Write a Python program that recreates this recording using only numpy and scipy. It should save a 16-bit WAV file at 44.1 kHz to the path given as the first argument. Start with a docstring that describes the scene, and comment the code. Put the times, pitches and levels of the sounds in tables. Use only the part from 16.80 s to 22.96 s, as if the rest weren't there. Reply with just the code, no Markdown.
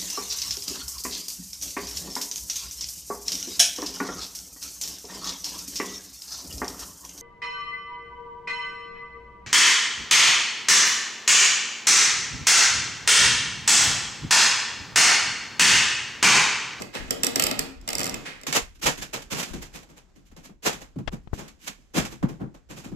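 """Sharp cracks of an old wardrobe joint in a bare room, two scrapes among them, then mostly crunches and thuds.
A crowbar does the work: noise grains under event envelopes drive wood resonances or take a splinter colour.
Smooth contact pulses ring the carcass as thuds; something brushes the left microphone port.
Hands rumble on the support under a faint hush; decaying noise bands make the room, two ports pick it up."""
import sys
import numpy as np
from scipy import signal
from scipy.fft import rfft, irfft, next_fast_len
from scipy.io import wavfile

SR = 44100
rng = np.random.default_rng(int(sys.argv[2]) if len(sys.argv) > 2 else 0)


def wav_record(signal):
    """Record a signal, one row per channel, as 16-bit PCM in the file named by sys.argv[1]."""
    frames = np.transpose(np.atleast_2d(signal))
    bounded = np.clip(frames, -1, 1)
    # unit amplitude maps onto the largest positive 16-bit level
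    quanta = np.round(bounded * 32767).astype(np.int16)
    wavfile.write(sys.argv[1], SR, quanta)


N = 271459

# Thin panel resonances: (frequency [Hz], width [Hz], relative level [dB])
PANEL_MODES = [(165, 35, -8), (267, 14, 2), (350, 25, -7), (440, 54, -2.5), (468, 35, 1), (577, 42, -4),
               (758, 260, -11)]
# Wardrobe carcass resonances: (frequency [Hz], width [Hz], relative level [dB])
CARCASS_MODES = [(117.3, 32, -4.5), (135, 24.8, 1), (163, 43.4, -1.5), (213.3, 49.3, -1), (258, 72.4, -2.5),
                 (350, 114, -8)]
# Spectrum of splintering wood: (frequency [Hz], relative level [dB])
SPLINTER_COLOUR = [(240, -35.5), (400, 9), (569, 7.5), (643, 3), (972, 0.5), (1120, -0.5), (1790, -5),
                   (1910, -6.5), (2550, -6.5), (4350, -13), (7210, -8), (9500, -16.5), (13900, -8),
                   (14600, -29.5), (15500, -85)]


def undb(db):
    """Amplitude ratio of a level in dB."""
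    return 10 ** (np.asarray(db) / 20)


def hz_axis(x):
    """FFT bin frequencies, padded by a second and kept off zero."""
    return np.fft.rfftfreq(next_fast_len(x.shape[-1] + SR), 1 / SR) + 1e-3


def through(x, gain):
    """Filter by a frequency response scaled to keep the level of white noise."""
    size = next_fast_len(x.shape[-1] + SR)
    gain = gain / np.sqrt(np.mean(np.abs(gain) ** 2))
    return irfft(rfft(x, size) * gain, size)[..., :x.shape[-1]]


def ring(x, modes):
    """Parallel damped resonances of alternating sign."""
    f = hz_axis(x)
    response = 0
    for k, (hz, width_hz, db) in enumerate(modes):
        damping = 1j * f * width_hz
        response = response + (-1) ** k * undb(db) * damping / (hz ** 2 - f ** 2 + damping)
    return through(x, response)


def colour(x, spectrum, lo_hz=0.94, hi_hz=30000.):
    """Spectrum interpolated over log frequency, with third-order band edges."""
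    f = hz_axis(x)
    hz, db = np.transpose(spectrum)
    edge = np.sqrt((1 + (lo_hz / f) ** 6) * (1 + (f / hi_hz) ** 6))
    level_db = np.interp(np.log(f), np.log(np.maximum(hz, 1)), db)
    return through(x, undb(level_db) / edge)


def band(x, lo_hz, hi_hz):
    """Flat spectrum between soft band edges."""
    return colour(x, [(1, 0)], lo_hz, hi_hz)


def bursts(at_s, db, swell_s, t60_s, pan_db, bend):
    """Stereo envelope of swells and fades; powers add, bend shapes the fade; pan_db lifts left, lowers right."""
    power = np.zeros((2, N))
    for t0, level_db, up, down, pan in np.broadcast(at_s, db, swell_s, t60_s, pan_db):
        up, down = max(up, 1 / SR), max(down, .003)
        i = max(int((t0 - .35 * up) * SR), 0)
        t = np.arange(min(int((up + 1.5 * down) * SR), N - i)) / SR
        swell = np.minimum(t / up, 1) ** 2.28
        fade = undb(-120 * (np.maximum(t - up, 0) / down) ** bend)  # as power: 60 dB after t60
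        power[:, i:i + len(t)] += swell * fade * undb(2 * level_db + np.array([[pan], [-pan]]))
    return np.sqrt(power)


def grains(rate_hz, spread_db, likeness, lag):
    """Unit-level random clicks of uneven size; the right port gets them lag samples later, partly different."""
    hit = rng.random(N + 200) < rate_hz / SR
    size = hit * undb(spread_db * rng.exponential(size=N + 200))
    a, b = rng.standard_normal((2, N + 200)) * size
    c = np.clip(likeness, 0, 1)
    right = c * a + np.sqrt(1 - c * c) * b
    out = np.array([a[100:N + 100], right[100 - lag:N + 100 - lag]])
    return out / np.sqrt(np.mean(out ** 2))


def room(x, t60_scale):
    """Diffuse tail: octave noise bands, independent at the ports, each with its own decay."""
    # Decay before t60_scale: (frequency [Hz], t60 [s])
    decay = [(150, 0.81), (600, 0.5), (2000, 0.7), (6000, 0.42), (13000, 0.34)]
    hz, t60_s = np.transpose(decay)
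    t = np.arange(SR) / SR
    tail = 0
    for f in 125 * 2. ** np.arange(8):
        edges_hz = [f / np.sqrt(2), min(f * np.sqrt(2), .45 * SR)]
        sos = signal.butter(2, edges_hz, "band", fs=SR, output="sos")
        fade = undb(-60 * t / (t60_scale * np.interp(np.log(f), np.log(hz), t60_s)))
        tail = tail + signal.sosfilt(sos, rng.standard_normal((2, SR))) * fade
    tail = tail * np.minimum(t / 0.0047, 1)  # onset [s]
    tail = tail / np.sqrt(np.sum(tail ** 2, 1, keepdims=True))
    return signal.fftconvolve(x, tail, axes=1)[:, :N]


def house():
    """Low support resonances, jolted by the hands, and a hush highest while the joint is under load."""
    # Hand jolts: (time [s], level [dB])
    jolt_table = [(.19, -33), (.63, -46.5), (.78, -44), (0.959, -41.5), (1.12, -41.5), (1.32, -46),
                  (1.82, -40), (2.04, -40.5), (2.189, -43.5), (2.4, -52.5), (2.71, -34), (3.5, -54.5),
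                  (3.88, -50), (4.01, -50), (4.26, -34.5), (4.509, -42.5), (5.19, -36.5), (5.411, -40),
                  (5.6, -51), (5.9, -53), (6.11, -44)]
    # Hush spectrum: (frequency [Hz], relative level [dB])
    hush_colour = [(53, -36), (90, -4.5), (259, -1.5), (494, -10.5), (1920, -20), (2230, -22), (4640, -26),
                   (7290, -24.5), (9650, -41), (13600, -40), (15500, -64.5)]
    # Hush envelope: (time [s], level [dB])
    hush_level = [(0, -34), (.14, -56), (0.221, -43.5), (0.492, -43.5), (0.669, -38), (.85, -40),
                  (.99, -58.5), (1.11, -46.5), (1.2, -36), (1.35, -37.5), (1.62, -56.5), (1.9, -68.5),
                  (2.599, -53.5), (3.0, -57), (3.77, -73.5), (4.05, -65), (5.798, -66.5), (6.16, -70)]
    rest_db, swell_s, t60_s = -59, 0.022, 0.46
    support_modes = [(31.0, 15.0, -1.0), (52.5, 28.2, -1.0), (72.6, 25, -4)]  # (Hz, width Hz, dB)
    rumble = ring(grains(SR, 0, 0.4, lag=0), support_modes)
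    jolts = bursts(*np.transpose(jolt_table), swell_s, t60_s, 0, 0.94)
    hush = colour(grains(15000, 0.44, 0.35, lag=0), hush_colour)
    hush_db = np.interp(np.arange(N) / SR, *np.transpose(hush_level))
    return rumble * (undb(rest_db) + jolts) + hush * undb(hush_db)


def touches():
    """Air is sucked out of the left port and pressed back, with a dry scratch; the right barely hears it."""
    # Brushes: (time [s], push level [dB], push length [s], scratch level [dB], scratch top [Hz])
    touch_table = [(4.275, -19.5, 0.012, -26, 3600), (4.473, -29.5, 0.0069, -48.5, 3020),
                   (4.531, -14.5, 0.0097, -32, 1080)]
    out = np.zeros(N)
    for at_s, push_db, length_s, scratch_db, top_hz in touch_table:
        u = np.arange(int(1.6 * length_s * SR)) / (length_s * SR)
        push = -np.sin(2 * np.pi * np.minimum(u, 1) ** 0.576) * np.minimum(u / 0.14, 1) ** 2
        scratch = band(rng.standard_normal(SR // 10), 193, 2 * top_hz)[:len(u)]
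        scratch = band(scratch, 1, top_hz) * np.minimum(u / 0.24, 1) * undb(-14 * u)
        scratch = scratch / np.std(scratch)
        out[int(at_s * SR):][:len(u)] += undb(push_db) * push + undb(scratch_db) * scratch
    return out * undb([[0], [-24]])


def thuds():
    """A smooth push as long as the contact rings the carcass; the landing spot tilts its modes."""
    # Blunt blows: (time [s], peak level [dB], contact [s], tilt above first mode [dB per octave])
    thud_table = [(2.064, -29, 0.002, -7), (2.739, -33.5, 0.0031, 5), (3.865, -22.5, 0.0043, 13),
                  (4.161, -24.5, 0.0016, -2.2), (4.182, -30, 0.0064, -3), (4.327, -28, 0.0036, -2),
                  (5.174, -16.5, 0.0033, 11), (5.431, -13.5, 0.0041, 3), (5.614, -31.5, 0.00345, -2.5),
                  (5.628, -27, 0.0052, -0.5), (5.898, -46, 0.004, 8), (6.118, -31, 0.0041, -3)]
    out = np.zeros(N + SR)
    t = np.arange(SR // 4) / SR
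    first_hz = CARCASS_MODES[0][0]
    for at_s, peak_db, contact_s, tilt_db in thud_table:
        modes = [(hz, width_hz, db + tilt_db * np.log2(hz / first_hz)) for hz, width_hz, db in CARCASS_MODES]
        push = -np.sin(np.pi * np.minimum(t / contact_s, 1)) ** 2
        blow = ring(push, modes)
        out[int(at_s * SR):][:len(t)] += undb(peak_db) * blow / np.abs(blow).max()
    return out[:N]


def crunches():
    """Bar driven in and levered: dense splintering grains over ringing panel and booming carcass, plus thuds."""
    # Bar in the wood; layers scale the last two:
    # (time [s], splinter level [dB], board level [dB], boom level [dB], swell [s], fade t60 [s])
    crunch_table = [(0.0014, -47, -41, -45, 0.013, .17), (0.1377, -40.5, -39.5, -41.5, 0.021, 0.47),
                    (1.458, -47, -43, -53, 0.011, 0.5), (1.667, -27.5, -37.5, -35, 0.003, 0.42),
                    (1.7255, -21, -36, -39, 0.0035, 0.26), (1.748, -17, -25, -29, 0.032, 0.16),
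                    (1.949, -55.5, -74, -55.5, 0.016, 0.16), (1.9897, -56.5, -77, -54, 0.017, .14),
                    (2.0234, -26, -37.5, -35, 0.032, 0.34), (2.059, -15.5, -21, -26.5, 0.018, 0.2),
                    (2.174, -38.5, -52.5, -38, 0.012, 0.45), (2.2157, -31.5, -41.5, -43.5, 0.02, 0.19),
                    (2.3327, -28.5, -32.5, -36, .015, 0.27), (2.419, -41, -66, -49.5, 0.0058, 0.15),
                    (2.5093, -29, -37, -29.5, .027, 0.49), (2.574, -28.5, -37, -39, 0.044, 0.33),
                    (2.628, -29.5, -57, -49, 0.0079, 0.17), (2.6794, -46.5, -51.5, -45, .012, 0.69),
                    (2.734, -39, -43, -30.5, 0.0077, 0.3), (2.818, -38, -48.5, -47.5, 0.017, 0.24),
                    (2.938, -40, -48, -42.5, 0.035, 0.3), (3.029, -51, -54, -66, 0.0068, 0.11),
                    (3.09, -57.5, -58.5, -50, .02, 0.42), (3.168, -50, -54.5, -72, 0.022, 0.2),
                    (3.3554, -60.5, -68, -49, 0.014, 0.4), (3.455, -61.5, -88, -79, 0.028, 0.34),
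                    (3.514, -59.5, -59.5, -50, 0.0089, 0.18), (3.564, -50, -53, -45, 0.0041, 0.36),
                    (3.638, -46.5, -58, -52, 0.033, 0.2), (3.69, -67, -55, -44, 0.013, 0.21),
                    (3.8322, -35.5, -47, -38, 0.032, 0.1), (3.856, -20, -22.5, -33, 0.023, 0.22),
                    (3.9275, -37.5, -44, -40.5, 0.0048, 0.32), (4.008, -46, -47.5, -48, 0.022, 0.26),
                    (4.1582, -82.5, -60, -29, 0.01, 0.13), (4.1837, -55.5, -46.5, -27.5, 0.0087, 0.19),
                    (4.3214, -46.5, -42, -34.5, 0.026, .18), (4.4303, -73.5, -83, -60, 0.015, 0.29),
                    (4.5314, -46.5, -59, -42.5, 0.014, 0.59), (4.5804, -42.5, -41.5, -39, 0.022, 0.39),
                    (4.679, -43.5, -86, -52, 0.0074, .15), (4.811, -48, -79, -57, 0.071, 0.72),
                    (4.8695, -30.5, -40.5, -39.5, 0.018, 0.16), (4.9817, -76, -77, -47.5, 0.0061, .099),
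                    (5.1431, -33, -37, -24.5, 0.025, 0.41), (5.164, -23, -26, -23, 0.033, 0.22),
                    (5.25, -33, -39, -52.5, 0.0062, 0.18), (5.307, -45, -50, -39.5, 0.034, 0.28),
                    (5.4272, -46, -28.5, -21.5, 0.0034, 0.19), (5.486, -48, -43.5, -31.5, 0.0098, 0.31),
                    (5.6009, -69, -41.5, -28, 0.026, 0.29), (5.7428, -55.5, -51, -48.5, 0.0076, 0.24),
                    (5.896, -45, -48.5, -38, 0.027, 0.35), (5.9634, -44, -53, -42, 0.035, 0.38),
                    (6.0396, -45.5, -48, -34.5, 0.019, 0.33), (6.115, -65, -52, -33.5, 0.0062, .29)]
    at_s, grit_db, board_db, boom_db, swell_s, t60_s = np.transpose(crunch_table)
    pan_db = -0.5
    loudest_db = grit_db.max()
    dust_db = .85 * (grit_db - loudest_db) + loudest_db - 22  # faint crunches are relatively dustier
    crush = grains(15000, 1.3, 0.23, lag=int(.0003 * SR))
    grit = crush * bursts(at_s, grit_db, swell_s, t60_s, pan_db, 0.77)
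    grit = colour(grit, SPLINTER_COLOUR, 1900, 8160)
    board = crush * bursts(at_s, board_db, swell_s, 0.79 * t60_s, pan_db, 1.0)
    board = colour(board, SPLINTER_COLOUR, 390, 1600)
    dust = crush * bursts(at_s, dust_db, swell_s, 0.34 * t60_s, pan_db, 0.59)
    dust = colour(dust, SPLINTER_COLOUR, 13000)
    shove = grains(3000, 0.35, 0.44, lag=0)
    boom = shove * bursts(at_s, boom_db, 0.69 * swell_s, 0.9 * t60_s, 0.35 * pan_db, 0.91)
    boom = ring(boom, CARCASS_MODES)
    panel = crush * bursts(at_s, board_db - 9, swell_s, t60_s, 0.42 * pan_db, 0.79)
    panel = ring(panel, PANEL_MODES)
    direct = grit + board + dust + boom + panel + thuds()
    return direct + undb(-15.0) * room(direct, 0.36)


def scrapes(port_lag):
    """The bar slides along the board: dense uneven grains through one broad rasp resonance."""
    # Slides: (time [s], level [dB], swell [s], fade t60 [s])
    scrape_table = [(0.14, -36, 0.046, 0.33), (1.454, -35.5, 0.017, 0.42)]
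    rasp_hz, rasp_width_hz = 1950, 940
    at_s, db, swell_s, t60_s = np.transpose(scrape_table)
    slide = grains(15000, 1.4, 0.43, lag=port_lag)
    slide = slide * bursts(at_s, db, swell_s, t60_s, -1.3, 0.67)
    return band(ring(slide, [(rasp_hz, rasp_width_hz, 0)]), 1, 10000)


def cracks():
    """Each slip tears fibres for a few ms; board and panel take a longer push and ring."""
    # Joint slips, before layer gains: (time [s], snap level [dB], wood level [dB])
    crack_table = [(0.0196, -28, -34), (0.151, -32.5, -30.5), (0.28, -52.5, -43.5), (0.3065, -15, -23),
                   (0.4331, -12.5, -18.5), (0.444, -17, -34.5), (0.4663, -14, -22.5), (0.5575, -13.5, -20),
                   (0.5957, -12.5, -18.5), (0.622, -16.5, -22.5), (0.6375, -14, -26.5), (0.666, -16.5, -22),
                   (0.7113, -21, -23), (0.7912, -14, -22.5), (1.0123, -47, -53), (1.0762, -24, -28.5),
                   (1.088, -21, -26.5), (1.1028, -24, -32.5), (1.13, -22.5, -27.5), (1.1514, -18.5, -33),
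                   (1.1823, -20.5, -29), (1.1926, -22.5, -28.5), (1.2032, -24, -29.5), (1.2128, -23, -27.5),
                   (1.231, -22, -37), (1.242, -22.5, -28), (1.2551, -22, -35.5), (1.2652, -24.5, -31),
                   (1.275, -30, -38.5), (1.294, -23.5, -34), (1.3414, -24, -31), (1.6127, -41.5, -48.5),
                   (1.633, -36.5, -41)]
    # Snap resonances: (frequency [Hz], width [Hz], relative level [dB])
    snap_modes = [(4590, 720, -5), (5620, 550, 2), (6760, 250, 0.5), (7610, 430, 5.5), (9260, 520, -3),
                  (9770, 1100, -9), (12100, 700, -2.5), (13200, 510, -0.5), (14500, 700, -18)]
    # Board resonances: (frequency [Hz], width [Hz], relative level [dB])
    board_modes = [(1172, 88, 3), (1500, 700, -4), (1600, 120, -2.5), (2050, 150, 0), (2560, 160, 2),
                   (2990, 270, 0), (3730, 780, -7.5)]
    at_s, snap_db, wood_db = np.transpose(crack_table)
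    treble_db = snap_db + .8 * (snap_db - snap_db.max())  # weaker slips are duller
    port_lag = int(.00048 * SR)
    tear = grains(40000, 0.77, 0.66, lag=port_lag)

    def tick(db, lo_hz, hi_hz):
        """One band of the snap ringing."""
        return band(ring(tear * bursts(at_s, db, 0.002, 0.012, -1.4, 1.2), snap_modes), lo_hz, hi_hz)

    snap = undb(-3.0) * tick(snap_db, 0.92, 9300) + undb(-6.5) * tick(treble_db, 10000, 20000)
    board = ring(tear * bursts(at_s, wood_db, 0.0017, 0.039, -0.45, 0.89), board_modes)
    board = board + scrapes(port_lag)
    fibres = tear * bursts(at_s, snap_db, 0.002, 0.012, -1.2, 1.3)
    fibres = colour(fibres, SPLINTER_COLOUR, 3300, 14000)  # heard only off the walls
    panel = ring(tear * bursts(at_s, wood_db - 2.5, 0.0013, 0.048, .3, 1), PANEL_MODES)
    to_room = undb(-11) * snap + undb(-17) * fibres + undb(-4.5) * board + undb(-1.5) * panel
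    return snap + board + panel + room(to_room, 0.79)


def scene():
    """Sum of joint, bar, port brushes and background."""
    return cracks() + crunches() + touches() + house()


def record(dry):
    """The two ports favour different bands; peaks are rounded and the top is cut."""
    # Port imbalance: (frequency [Hz], left minus right [dB])
    port_table = [(60, 1), (110, -1), (200, 2), (380, 0.5), (700, 2.5), (1290, 0), (2380, -3), (4400, -7),
                  (8120, -3), (15000, 0)]
    top_hz, ceiling = 16300, 0.57
    hz, db = np.transpose(port_table)
    tilt = undb(np.interp(hz_axis(dry), hz, db) / 2)
    size = next_fast_len(N + SR)
    ports = irfft(rfft(dry, size) * np.array([tilt, 1 / tilt]), size)[:, :N]
    rounded = ceiling * np.tanh(ports / ceiling)
    return signal.sosfilt(signal.ellip(10, .2, 80, top_hz, fs=SR, output="sos"), rounded)


dry = scene()
out = record(dry)
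wav_record(out)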